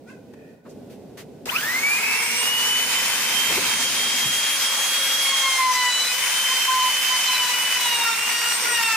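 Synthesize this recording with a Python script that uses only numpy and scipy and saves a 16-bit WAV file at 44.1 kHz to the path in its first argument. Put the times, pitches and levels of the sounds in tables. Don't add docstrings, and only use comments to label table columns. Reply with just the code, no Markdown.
import sys
import numpy as np
from scipy import signal
from scipy.fft import rfft, irfft, next_fast_len
from scipy.io import wavfile
from scipy.ndimage import uniform_filter1d, map_coordinates

SR = 44100
rng = np.random.default_rng(int(sys.argv[2]) if len(sys.argv) > 2 else 0)


def wav_record(signal):
    frames = np.transpose(np.atleast_2d(signal))
    bounded = np.clip(frames, -1, 1)
    quanta = np.round(bounded * 32767).astype(np.int16)
    wavfile.write(sys.argv[1], SR, quanta)


N = 395136
T = np.arange(N) / SR

# freq_hz, density_db (per Hz)
SHOP_COLOUR = [(25, -31), (70, -13.5), (130, -2.5), (185, -0.5), (250, 4.5), (330, -4), (430, 0.5),
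               (700, -9.5), (1200, -29), (4000, -31.5), (15000, -40)]
# time_s, level_db
RUMBLE_LEVEL = [(0, -45), (.52, -44), (.63, -55), (.67, -41), (1.45, -42), (2.25, -46), (3.9, -41.5),
                (4.6, -49), (5.6, -53), (8.96, -50.5)]
# freq_hz, correlation (0-1)
EAR_LIKENESS = [(100, 0.97), (1000, 0.64), (2200, 0.62), (4000, 0.052)]

# harmonic_number, relative_level_db
SQUEAK_HARMONICS = [(2, -6), (3, 3.5), (4, -7), (5, -4)]
# pitch_hz, level_db
THIN_SQUEAK = [(1810, -60), (2480, -64)]
# start_s, level_db, pitch_hz, t60_s
KNOCKS = [(0.334, -40, 413, 0.043), (3.578, -16.5, 397, 0.052), (4.262, -37.5, 134, 0.17)]
# start_s, length_s, level_db (before the grain), centre_hz, fall_db_per_octave (to either side)
SCUFFS = [(0.335, 0.014, -49, 850, 6.5), (0.65, 0.05, -51.5, 1100, 14), (.69, 0.05, -55, 6000, 12),
          (0.896, 0.079, -52, 2400, 4), (1.171, 0.068, -40.5, 1900, 4), (1.456, .006, -33, 4950, 8),
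          (1.46, 0.59, -32, 15000, 13), (1.472, 1, -31.5, 1500, 7), (1.957, 0.58, -26, 2240, 87),
          (3.473, 0.27, -34.5, 340, 6), (4.211, 0.18, -41.5, 178, 10), (8.604, 0.19, -40, 446, 33)]

SWITCH_ON_S = 1.456
# gain_turns_per_s, time_constant_s
SPIN_UP = [(180, .063), (246, .36), (124, 1.25)]
# start_s, length_s, drag_turns_per_s, flute_level_db, octave_level_db, double_octave_level_db
PUSHES = [(5.232, 0.23, 11, -33, -34.5, -38), (5.433, 0.18, 33.4, -33.5, -26.5, -40),
          (5.581, .13, 55, -18, -30, -39), (5.723, .17, 49, -26, -26.5, -34),
          (5.887, 0.21, 21.3, -55, -41, -27), (6.475, 0.038, 4.2, -31, -50, -50),
          (6.668, 0.21, 22.2, -19.5, -42, -41), (7.083, 0.063, 21.5, -28, -50, -50),
          (7.255, .29, 33, -32.5, -40, -33), (7.753, 0.38, 56.3, -34, -45, -32.5),
          (8.272, 0.21, 11.7, -51, -35.5, -39), (8.7, 0.44, 66, -34, -31.5, -35)]
# time_s, drag_turns_per_s
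SLOT_DRAG = [(5.3, 0), (6.1, 24), (7.6, 36.4), (8.3, 64)]
PUSH_RAMP_S, INERTIA_S = .03, .267
FULL_SAG = 280
REFERENCE_SPEED = 611.6

# freq_hz, density_db (per Hz)
AIR_COLOUR = [(120, -34), (400, -16), (942, -2.5), (1200, -2.5), (2320, 1.5), (4090, -1), (5650, 0.5),
              (9790, -5), (13100, -14.5), (15500, -13.5)]
AIR_DB, AIR_GROWTH_DB = -20.5, 54.5
BRUSH_DB = -34.5
PATCH_DB = 1.1

# time_s, level_db
WHINE_LEVEL = [(1.55, -32), (1.7, -25), (1.87, -19), (2.1, -24.5), (2.7, -20), (3.2, -24.5), (4.8, -26),
               (5.35, -22), (7.9, -22), (8.4, -26.5), (8.9, -23)]
# centre_s, half_length_s, left_loss_db, right_loss_db
WHINE_FADES = [(1.617, 0.013, 11, 11), (1.813, 0.016, 22, 12), (2.012, 0.017, 15, 15), (2.305, 0.13, 14, 7),
               (2.915, 0.053, 20, 1), (3.156, 0.14, 2, 13), (3.37, 0.07, 14, -6.5), (3.59, 0.061, 15, 12),
               (3.72, 0.11, 24, -1), (3.924, 0.035, 16, 14), (4.584, 0.023, 13, 15), (5.675, 0.13, 14, 10),
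               (6.089, 0.066, 9, 13), (6.269, 0.11, 2.5, 15), (6.757, 0.025, 7, 12), (7.353, 0.038, 6, 5),
               (7.494, 0.035, 3, 24), (7.809, 0.014, 7, 9), (7.982, .018, 13, 4), (8.137, 0.055, 8, 1),
               (8.639, 0.095, 11, 17)]
# shaft_multiple, relative_level_db, full_load_change_db
FAN_OVERTONES = [(7, -7, -2), (12, -4.5, 0), (18, .5, -2.5), (24, -2, -7)]
SHRILL_DB, SHRILL_GROWTH_DB = -33.5, 40
START_SHAKE_DB = 5
# centre_hz, width_hz, gain_db
HOUSING = [(2920, 310, -3), (5580, 350, 6.5), (8540, 120, 11)]

# shaft_multiple, level_db
INRUSH_LINES = [(12, -31), (24, -36.5)]
INRUSH_RISE_S, INRUSH_FALL_S = .03, .15
# centre_hz, width_hz, boost_db
FRAME = [(470, 25, 11), (2800, 400, 14), (4900, 200, 12)]

# freq_hz, density_db (per Hz)
RASP_COLOUR = [(90, -38), (620, -15.5), (950, 1.5), (1250, -5), (2150, 4), (2600, 4), (3500, -10.5),
               (8000, -8.5)]
# time_s, level_db
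RASP_LEVEL = [(1.47, -48), (1.62, -39), (1.9, -29.5), (3.7, -28), (4.35, -70), (5.7, -51), (6.2, -30),
              (8.96, -29)]
WAKE_SHARE = .33

CONTACT_S, CONTACT_RISE_S = 4.43, 0.57
REST_PRESSURE, LOAD_PRESSURE, PUSH_PRESSURE = 0.83, 0.15, 1
# shaft_multiple, level_db
CUT_LINES = [(3, -44), (4, -43), (5, -45), (10, -45)]
# centre_hz, width_hz, boost_db
BOARD = [(539, 10, 9), (1360, 60, 12)]
RUB_DB = -41.5
GRAB_DB, FIRM_DB = 5.5, -31
HUM_DB = -54
# start_s, length_s, level_db (at the centre), centre_hz, spread_hz
SQUEALS = [(5.708, 0.05, -31, 5800, 1800), (5.825, .2, -37, 7300, 1500), (6.691, 0.046, -34, 1547, 197),
           (8.07, 0.06, -33, 1383, 200), (8.3, .19, -40, 4700, 400), (8.745, 0.23, -38, 5200, 1000),
           (8.78, .2, -33.5, 1350, 200)]
SQUEAL_RAMP_S = .015

LEAD_S, TRAVEL_S = .0001, 2.88
SQUEEZE_DB, SQUEEZE_SHARE, SQUEEZE_S = -20, .55, .025
TOP_HZ = 15550


def amp(db):
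    return 10 ** (np.asarray(db) / 20)


def unit(x):
    return x / np.sqrt(np.mean(x ** 2) + 1e-20)


def along(points, hz):
    f, v = np.transpose(points)
    return np.interp(np.log(hz + 1), np.log(f), v)


def curves(rows):
    s, *cols = np.transpose(rows)
    return [np.interp(T, s, c) for c in cols]


def wobble(rate):
    coarse = T[::32]
    knots = rng.standard_normal(int(T[-1] * rate) + 4)
    return np.interp(T, coarse, map_coordinates(knots, [coarse * rate]))


def held(s, length, ramp):
    rise = np.clip((T - s) / ramp, 0, 1)
    release = np.clip(1 - (T - s - length) / ramp, 0, 1)
    return rise * release


def filtered(x, response):
    m = next_fast_len(N + SR // 2)
    return irfft(rfft(x, m) * response(np.fft.rfftfreq(m, 1 / SR)), m)[..., :N]


def noise(colour_db):
    def response(hz):
        turn = np.arccos(np.clip(along(EAR_LIKENESS, hz), -1, 1)) / 2
        return amp(colour_db(hz)) * [np.cos(turn), np.sin(turn)]
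    mid, side = filtered(rng.standard_normal((2, N)), response)
    return unit(np.array([mid + side, mid - side]))


def patchy(x, depth_db):
    z = signal.stft(x, nperseg=512)[2]
    field = rng.standard_normal(z.shape[1:])
    field = uniform_filter1d(field, size=7, axis=0)
    field = uniform_filter1d(field, size=24, axis=1)
    return signal.istft(z * amp(depth_db * unit(field)), nperseg=512)[1][:, :N]


def tone(phase, scatter, rate):
    sine, cosine = np.sin(phase), np.cos(phase)
    ears = [sine + scatter * (wobble(rate) * sine + wobble(rate) * cosine) for ear in range(2)]
    return unit(np.array(ears))


def boost(resonances, hz):
    return amp(sum(db / (1 + ((hz - centre) / width) ** 2) for centre, width, db in resonances))


def workshop():
    level_db, = curves(RUMBLE_LEVEL)
    return amp(level_db) * noise(lambda hz: along(SHOP_COLOUR, hz))


def squeaks():
    pitch, level_db = curves([(.03, 440, -97), (.075, 482, -56), (.1, 522, -49), (.24, 495, -75)])
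    phase = 2 * np.pi * np.cumsum(pitch * (1 + 0.025 * wobble(198))) / SR
    partials = sum(amp(db) * tone(round(k) * phase, scatter=1.0, rate=165) for k, db in SQUEAK_HARMONICS)
    breath = amp(-5.0) * noise(lambda hz: along(AIR_COLOUR, hz))
    rough = amp(level_db) * (partials + breath)
    swell = np.exp(-((T - .45) / 0.13) ** 2)
    lines = sum(amp(db) * tone(2 * np.pi * hz * T, scatter=3.6, rate=280) for hz, db in THIN_SQUEAK)
    return rough + swell * lines


def knocks():
    out = np.zeros(N)
    for s, db, hz, t60 in KNOCKS:
        t = np.maximum(T - s, 0)
        fade = amp(-60 * t / t60)
        low = np.sin(2 * np.pi * hz * t)
        upper = .5 * fade * np.sin(2 * np.pi * 2.5 * hz * t)
        attack = 1 - np.exp(-t / 0.0014)
        out += amp(db) * attack * fade * (low + upper)
    return out


def scuffs():
    out = np.zeros((2, N))
    for s, length, db, centre_hz, fall in SCUFFS:
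        u = np.clip((T - s) / length, 0, 2)
        stroke = (1 - np.exp(-18 * u)) * np.exp(-2 * u ** 3)
        out += amp(db) * stroke * noise(lambda hz: -fall * abs(np.log2((hz + 1) / centre_hz)))
    grain = amp(0.56 * wobble(480))
    return out * grain


def pushes():
    drag, tones = np.zeros(N), np.zeros((3, N))
    for s, length, pull, *levels_db in PUSHES:
        gate = held(s, length, PUSH_RAMP_S)
        drag += pull * gate
        tones += amp(levels_db)[:, None] * gate
    return drag, tones


def motor(drag):
    since = np.maximum(T - SWITCH_ON_S, 1 / SR)
    free = sum(gain * (1 - np.exp(-since / lag)) for gain, lag in SPIN_UP)
    slot, = curves(SLOT_DRAG)
    keep = np.exp(-1 / (INERTIA_S * SR))
    sag = signal.lfilter([1 - keep], [1, -keep], slot + drag)
    load = np.clip(sag / FULL_SAG, 0, 1) ** 0.3
    return free - sag, load


def fan_air(speed):
    fan_db = AIR_DB + AIR_GROWTH_DB * np.log10(speed / REFERENCE_SPEED)
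    flow = np.hypot(amp(BRUSH_DB), amp(fan_db))
    rush = patchy(noise(lambda hz: along(AIR_COLOUR, hz)), PATCH_DB)
    return flow * amp(0.92 * wobble(30)) * rush


def inrush(shaft, speed):
    since = np.maximum(T - SWITCH_ON_S, 0)
    current = (1 - np.exp(-since / INRUSH_RISE_S)) * np.exp(-since / INRUSH_FALL_S)
    shaken = shaft + .075 * wobble(400)
    sparks = unit(amp(4 * wobble(90)))
    lines = sum(amp(db) * boost(FRAME, k * speed) * tone(round(k) * shaken, scatter=3.9, rate=300)
                for k, db in INRUSH_LINES)
    return current * sparks * lines


def fan(shaft, speed, load):
    whine_db, = curves(WHINE_LEVEL)
    shrill_db = SHRILL_DB + SHRILL_GROWTH_DB * np.log10(speed / REFERENCE_SPEED)
    singing = np.clip(speed / 240, 0, 1) ** 2
    slowness = 1 - speed / REFERENCE_SPEED
    shake = amp((0.78 + 0.5 * load + START_SHAKE_DB * slowness ** 2) * wobble(70))
    judder = slowness ** 1.3 * wobble(300)
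    loss_db = sum(np.outer(ears, np.exp(-((T - s) / half) ** 4)) for s, half, *ears in WHINE_FADES)
    blades = tone(6 * shaft + judder, scatter=.2 + .1 * load, rate=55)
    whine = amp(whine_db - loss_db) * boost(HOUSING, 6 * speed) * shake * blades
    blurred = shaft + .04 * wobble(170)
    overtones = sum(amp(db + change * load) * boost(HOUSING, k * speed)
                    * tone(round(k) * blurred, scatter=1.0, rate=21) for k, db, change in FAN_OVERTONES)
    return singing * (whine + amp(shrill_db) * overtones)


def stirred(x, speed):
    last_turn = np.array([np.interp(T - 1 / speed, T, ear) for ear in x])
    return unit(x + WAKE_SHARE * last_turn)


def rasp(speed, load):
    level_db, = curves(RASP_LEVEL)
    chips = amp(2.86 * wobble(300))
    scrape = patchy(noise(lambda hz: along(RASP_COLOUR, hz)), PATCH_DB)
    return amp(level_db + 2 * load) * chips * stirred(scrape, speed)


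def flutter(strength):
    depth_db = GRAB_DB / (1 + (strength / amp(FIRM_DB)) ** 2)
    return strength * amp(depth_db * wobble(50) - depth_db ** 2 / 10)


def squeals(shaft, speed):
    out = np.zeros((2, N))
    gates = np.array([amp(db) * held(s, length, SQUEAL_RAMP_S) for s, length, db, _, _ in SQUEALS])
    for k in (3, 10, 12, 14, 16):
        weights = [np.exp(-((k * np.interp(s, T, speed) - hz) / spread) ** 2 / 2)
                   for s, _, _, hz, spread in SQUEALS]
        out += (weights @ gates) * tone(k * shaft, scatter=1.0, rate=110)
    return out


def cut(shaft, speed, load, drag, tones):
    flute, octave, double_octave = tones
    rub = amp(RUB_DB) * load
    flutes = (flutter(np.hypot(flute, rub)) * tone(2 * shaft, scatter=0.32, rate=59)
              + flutter(np.hypot(octave, rub)) * tone(4 * shaft, scatter=0.13, rate=44)
              + flutter(double_octave) * tone(8 * shaft, scatter=0.35, rate=110))
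    contact = np.clip((T - CONTACT_S) / CONTACT_RISE_S, 0, 1)
    body = boost(FRAME, speed) ** (1 - contact / 2) * boost(BOARD, speed) ** contact
    hum = amp(HUM_DB) * body * tone(shaft, scatter=1.6, rate=70)
    pressure = contact * (REST_PRESSURE + LOAD_PRESSURE * load ** 4 + PUSH_PRESSURE * drag / FULL_SAG)
    bursts = unit(amp(3 * wobble(25)))
    buzz = sum(amp(db + 3 * wobble(12)) * boost(BOARD, k * speed) * tone(round(k) * shaft, scatter=1.0, rate=85)
               for k, db in CUT_LINES)
    return flutes + hum + squeals(shaft, speed) + pressure * bursts * buzz


def router():
    drag, tones = pushes()
    speed, load = motor(drag)
    shaft = 2 * np.pi * np.cumsum(speed * (1 + 0.00084 * wobble(60))) / SR
    running = np.clip((T - SWITCH_ON_S) / 0.0019, 0, 1)
    whirr = fan(shaft, speed, load) + inrush(shaft, speed)
    return running * (whirr + cut(shaft, speed, load, drag, tones) + fan_air(speed) + rasp(speed, load))


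def placed(x):
    lag = LEAD_S * np.clip((CONTACT_S + CONTACT_RISE_S - T) / TRAVEL_S, 0, 1)
    return np.array([x[0], map_coordinates(x[1], [(T - lag) * SR], order=5)])


def scene():
    background = workshop() * amp([[-.6], [.6]])
    return background + squeaks() + knocks() + scuffs() + placed(router())


def record(dry):
    power = abs(uniform_filter1d(np.mean(dry ** 2, axis=0), size=int(SQUEEZE_S * SR)))
    excess_db = np.maximum(10 * np.log10(power + 1e-12) - SQUEEZE_DB, 0)
    return filtered(dry * amp(-SQUEEZE_SHARE * excess_db), lambda hz: hz < TOP_HZ)


dry = scene()
out = record(dry)
wav_record(out)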